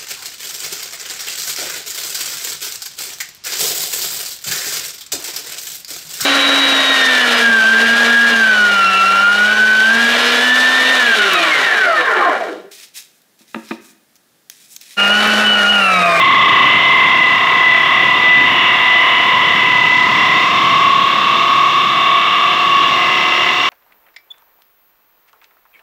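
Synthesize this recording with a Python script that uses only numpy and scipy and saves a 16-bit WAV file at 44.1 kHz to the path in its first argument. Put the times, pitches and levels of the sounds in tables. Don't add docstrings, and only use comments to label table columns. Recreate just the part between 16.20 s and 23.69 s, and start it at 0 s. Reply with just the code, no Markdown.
import sys
import numpy as np
from scipy import signal
from scipy.fft import rfft, irfft, next_fast_len
from scipy.io import wavfile
from scipy.ndimage import uniform_filter1d, minimum_filter1d, map_coordinates

SR = 44100
rng = np.random.default_rng(int(sys.argv[2]) if len(sys.argv) > 2 else 0)


def generate_wav(signal):
    frames = np.transpose(np.atleast_2d(signal))
    scaled = np.clip(frames, -1, 1) * 32767
    pcm = np.round(scaled).astype(np.int16)
    wavfile.write(sys.argv[1], SR, pcm)


N = 330309

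# time in seconds, level in dB and centre in Hz, both before the bit seats.
LOW_CHATTER = [(0, -11.5, 1094), (.42, -10, 1082), (.52, -17, 1035), (.75, -14.5, 1065), (1.1, -16, 1045),
               (2.6, -19.5, 1020), (3.9, -16.5, 1013), (4.45, -14, 1087), (5.15, -11.5, 1107),
               (5.7, -14, 1109), (6.35, -15, 1127), (6.62, -15.5, 1125), (6.82, -19.5, 1073),
               (7.49, -18.5, 1047)]
# time in seconds, level in dB before the bit seats, centre in Hz.
MIDDLE_CHATTER = [(0, -13.5, 2063), (.35, -14, 1997), (.68, -11.5, 2052), (1.2, -13.5, 1996),
                  (3.3, -14.5, 1990), (4.22, -16, 2011), (4.33, -22, 2084), (4.55, -21, 2064),
                  (4.75, -30.5, 2105), (6.62, -34.5, 2210), (6.8, -22, 2040), (7.49, -24.5, 2030)]


def amp(db):
    return 10 ** (np.asarray(db) / 20)


def unit(x):
    return x / np.sqrt(np.mean(np.abs(x) ** 2) + 1e-20)


def curves(rows):
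    times, *columns = np.transpose(rows)
    return [np.interp(np.arange(N) / SR, times, column) for column in columns]


def wobble(rate):
    points = rng.standard_normal(int(N * rate / SR) + 4)
    fine = signal.resample_poly(points, 10, 1)
    return np.interp(np.arange(N) * rate * 10 / SR, np.arange(len(fine)), fine)


def spell(middle_s, length_s):
    return np.exp(-np.abs(2 * (np.arange(N) / SR - middle_s) / length_s) ** 3)


def filtered(x, response):
    size = next_fast_len(N + SR // 4)
    return irfft(rfft(x, size) * response(np.fft.rfftfreq(size, 1 / SR)), size)[:N]


def coloured(x, spectrum):
    f, db = np.transpose(spectrum)
    return unit(filtered(x, lambda hz: amp(np.interp(np.log(hz + 1), np.log(f + 1), db))))


def ringing(x, modes):
    def response(hz):
        power = sum(amp(db) ** 2 / (1 + ((hz - centre) / width) ** 2) ** 2 for centre, width, db in modes)
        return np.sqrt(power)
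    return filtered(x, response)


def low_margin():
    return curves(LOW_CHATTER)[0] - curves(MIDDLE_CHATTER)[0]


def binding():
    full_margin_db = 13.5
    return np.clip(low_margin() / full_margin_db, 0, 1)


def chatter(level_db, centre_hz, spread_hz, speed, turns, orders, skew, sweep, wear):
    wave, power = 0, 0
    for k in orders:
        off = (k * speed - centre_hz) / spread_hz
        weight = np.exp(-np.maximum(off / skew, -off * skew))
        lag = sweep * (k - orders.mean()) ** 2 / 2
        drift = wear * wobble(2.036)
        wave = wave + weight * np.exp(2j * np.pi * (k * turns - lag + drift))
        power = power + weight ** 2
    wave /= np.sqrt(power + 1e-20)
    wave /= (np.abs(wave) ** 2 + 2.4) ** 0.26
    return amp(level_db) * unit(wave.real)


def chirp_sweep(bedded):
    first, bed_in_s = .055, 2.4
    progress = np.minimum(np.arange(N) / SR / bed_in_s, 1)
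    return first + (bedded - first) * progress ** 2


def shrill(speed, turns, sweep):
    # middle in seconds, length in seconds, level in dB added to the idling, centre in Hz.
    flares = [(.52, 0.49, -23.5, 2980), (2.38, 0.27, -21, 2936), (2.878, 0.36, -22, 2930),
              (3.33, 0.7, -25.5, 2975)]
    rest_db, rest_hz = -45.5, 2886
    size, centre_hz = amp(rest_db), rest_hz
    for middle_s, length_s, db, hz in flares:
        swell = spell(middle_s, length_s)
        size = size + amp(db) * swell
        centre_hz = centre_hz + (hz - rest_hz) * swell
    return size * chatter(0, centre_hz, 45, speed, turns, np.arange(76, 104),
                          skew=1.3, sweep=sweep, wear=0.2)


def squeal(speed, turns):
    # middle in seconds, length in seconds, firmness (1 is flush, below 0 is tipped).
    seatings = [(0.022, 0.095, .5), (1.03, .18, 0.48), (1.28, 0.16, -0.2), (1.524, 0.25, 0.6),
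                (1.74, 0.1, -.5), (1.87, 0.13, .3), (2.12, 0.28, 1), (2.38, 0.22, -0.36),
                (2.73, 0.14, 0.82), (2.88, 0.094, -0.65), (3.66, 0.38, 0.67), (4.795, 0.23, 0.21),
                (5.68, 0.13, -.5), (5.893, 0.21, 0.26), (6.56, 0.27, 0.66)]
    gain_db, loss_db = 5, 4.5
    sag_hz = 42.5
    low_rocking_hz, low_bound_hz, middle_rocking_hz, seated_hz = 71, 57, 70, 16.7
    lead_db = 1

    seat = sum(firm * spell(middle_s, length_s) for middle_s, length_s, firm in seatings)
    lead = (1 + np.tanh(low_margin() / lead_db)) / 2
    bind = binding()

    def favour_db(share):
        seated_db = seat * (gain_db * share - loss_db * (1 - share))
        return seated_db + 1.1 * wobble(25) + 0.52 * wobble(9)

    def spread(rocking_hz):
        return rocking_hz * (seated_hz / rocking_hz) ** np.clip(seat, -.2, 1)

    low_db, low_hz = curves(LOW_CHATTER)
    middle_db, middle_hz = curves(MIDDLE_CHATTER)
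    low_spread = spread(low_rocking_hz + bind * (low_bound_hz - low_rocking_hz))
    middle_sweep = chirp_sweep(.11)
    low = chatter(low_db + favour_db(lead), low_hz - sag_hz * seat * (1 - bind / 2), low_spread,
                  speed, turns, np.arange(26, 42), skew=1.26, sweep=chirp_sweep(.21), wear=0.13)
    middle = chatter(middle_db + favour_db(1 - lead), middle_hz, spread(middle_rocking_hz),
                     speed, turns + .5, np.arange(52, 73), skew=1.13, sweep=middle_sweep, wear=0.13)
    overtones = amp(-11.0) * low * low + amp(-11.0) * low * middle + amp(-34.5) * middle * middle
    bright_overtones = filtered(overtones, lambda hz: hz > 1500)
    return low + middle + shrill(speed, turns, middle_sweep) + bright_overtones


def groove(turns, memory_turns, size):
    keep = np.exp(-1 / memory_turns)
    fresh = rng.standard_normal((int(turns[-1]) + 2, size))
    fresh[0] /= np.sqrt(1 - keep ** 2)
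    track = signal.lfilter([1], [1, -keep], fresh, axis=0).ravel()
    return unit(map_coordinates(track, [turns * size]))


def grinding(turns):
    # centre in Hz, half-width in Hz, relative level in dB.
    pane_modes = [(425, 193, -9), (699, 77, -2), (1050, 145, 1), (1210, 147, 0.5), (1688, 190, -4),
                  (2274, 63, 0.5), (2650, 129, 1.5), (2790, 65, 4.5), (2990, 96, -6.5), (3054, 69, 0.5),
                  (3316, 89, 0.5)]
    middle_modes = [(2040, 92, 4.5)]
    bit_modes = [(3488, 21, 2.5), (3626, 64, 1), (3843, 157, -10)]
    rim_modes = [(5565, 65, 0)]
    # frequency in Hz, relative level in dB per Hz.
    hiss_colour = [(2290, -39), (3900, -1.5), (4060, 0.5), (4610, -5.5), (5210, -6), (5680, -10.5),
                   (5940, -10), (7800, -18.5), (8500, -35), (9540, -43), (11600, -36), (15500, -27.5)]
    # time in seconds, level in dB before its gain.
    hiss_course = [(0.0, -38), (2.8, -39), (4.04, -34.5), (4.63, -34.5), (4.65, -36), (5.55, -35.5),
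                   (5.97, -38), (6.74, -34.5), (7.49, -33.5)]
    # time in seconds, level in dB.
    rasp_course = [(0, -14), (2.3, -14), (4.5, -15), (7.49, -16.5)]
    hiss_gain_db = 2.5
    bit_db = -2.5
    bind_middle_db, bind_bit_db = -6.5, 4
    rim_db, rim_growth = -47.5, 2.2

    rasp_db, = curves(rasp_course)
    hiss_db, = curves(hiss_course)
    bind = binding()

    def scrape(repeat):
        return repeat * groove(turns, memory_turns=6.7, size=1280) + rng.standard_normal(N)

    bite = amp(1.5 * groove(turns, memory_turns=14, size=6))
    force = bite * scrape(repeat=1.1)
    rings = ringing(force, pane_modes)
    rings = rings + amp(bind_middle_db * bind) * ringing(force, middle_modes)
    rings = rings + amp(bit_db + bind_bit_db * bind) * ringing(force, bit_modes)
    hiss = amp(hiss_db + hiss_gain_db) * coloured(scrape(repeat=0.6), hiss_colour)
    rim_level = amp(rim_db + rim_growth * (hiss_db - hiss_db.mean()))
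    rim = rim_level * unit(ringing(force, rim_modes))
    return amp(rasp_db) * unit(rings) + hiss + rim


def motor(turns):
    # time in seconds, gain in dB of the higher tones and the casing.
    whine_course = [(0, -14.5), (2.4, -4.5), (3.4, -8.5), (5.6, -10), (6.9, -1.5), (7.49, -1.5)]
    # time in seconds, gain in dB of the two lowest multiples of the motor speed.
    hum_course = [(0, -15), (2.4, -7.5), (3.6, -12.5), (5.8, -7.5), (6.5, -5), (7.15, -1), (7.49, -4)]
    tones = [(1, 0), (1, 1), (2, 0), (2, 1), (4, -3), (5, 0), (8, 0), (8, 1), (16, 1), (16, 2), (34, 0)]
    tone_levels = [-32, -37.5, -34.5, -30, -29, -34, -31, -25.5, -50.5, -51.5, -63]
    # centre in Hz, half-width in Hz, relative level in dB.
    casing_modes = [(2785, 97, 6), (5610, 67, -14.5)]
    # frequency in Hz, relative level in dB per Hz.
    brush_colour = [(4000, -13), (8000, -2.5), (9500, -6), (10500, -2), (11800, -1), (12600, -3.5),
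                    (15500, -7.5)]
    gear = 29 / 3

    whine_db, = curves(whine_course)
    hum_db, = curves(hum_course)
    motor_turns = gear * turns + 0.0021 * wobble(38)
    sound = amp(whine_db - 24) * unit(ringing(rng.standard_normal(N), casing_modes))
    for (k, side), db in zip(tones, tone_levels):
        gain_db = hum_db if k <= 2 else whine_db
        level_db = db + gain_db + 2.5 * wobble(7)
        cycles = k * motor_turns + side * turns + rng.random()
        sound += np.sqrt(2) * amp(level_db) * np.sin(2 * np.pi * cycles)
    fizz = amp(-50.5) * coloured(rng.standard_normal(N), brush_colour)
    return sound + fizz


def fan():
    # time in seconds, level in dB before its gain.
    draught_course = [(0.0, -29), (0.1, -27.5), (1.48, -34), (2.33, -29), (2.86, -39), (3.0, -31.5),
                      (4.07, -27.5), (6.4, -38), (6.51, -32.5), (7.49, -38.5)]
    # frequency in Hz, relative level in dB per Hz.
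    air_colour = [(13, -72), (22, -38), (43, -40.5), (93, -5.5), (129, 0), (312, -0.5), (341, -4),
                  (450, -11), (580, -35), (990, -120)]
    gain_db = -0.8
    air_db, = curves(draught_course)
    level = amp(air_db + gain_db + 0.55 * wobble(7.5))
    return level * coloured(rng.standard_normal(N), air_colour)


def scene():
    # time in seconds, spindle speed in turns per second.
    spindle = [(0, 30.9), (.15, 29.66), (.38, 28.8), (.5, 29.26), (.7, 32.05), (.88, 33.65), (1.1, 34.52),
               (1.5, 35.28), (2.2, 35.68), (3.7, 35.82), (5.35, 35.38), (6, 35.73), (7.49, 35.78)]
    speed, = curves(spindle)
    turns = np.cumsum(speed) / SR
    return (squeal(speed, turns) + grinding(turns) + motor(turns) + fan())[None]


def limited(x, ceiling, hold_s):
    size = int(hold_s * SR) + 1
    needed = minimum_filter1d(ceiling / np.maximum(np.abs(x), ceiling), size)
    gain = uniform_filter1d(uniform_filter1d(needed, size), size // 2)
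    return x * gain


def record(dry):
    bass_hz, top_hz = 64, 15750
    held = limited(dry[0], ceiling=.77, hold_s=.002)
    return filtered(held, lambda hz: hz ** 4 / (hz ** 4 + bass_hz ** 4) * (hz < top_hz))[None]


dry = scene()
out = record(dry)
generate_wav(out)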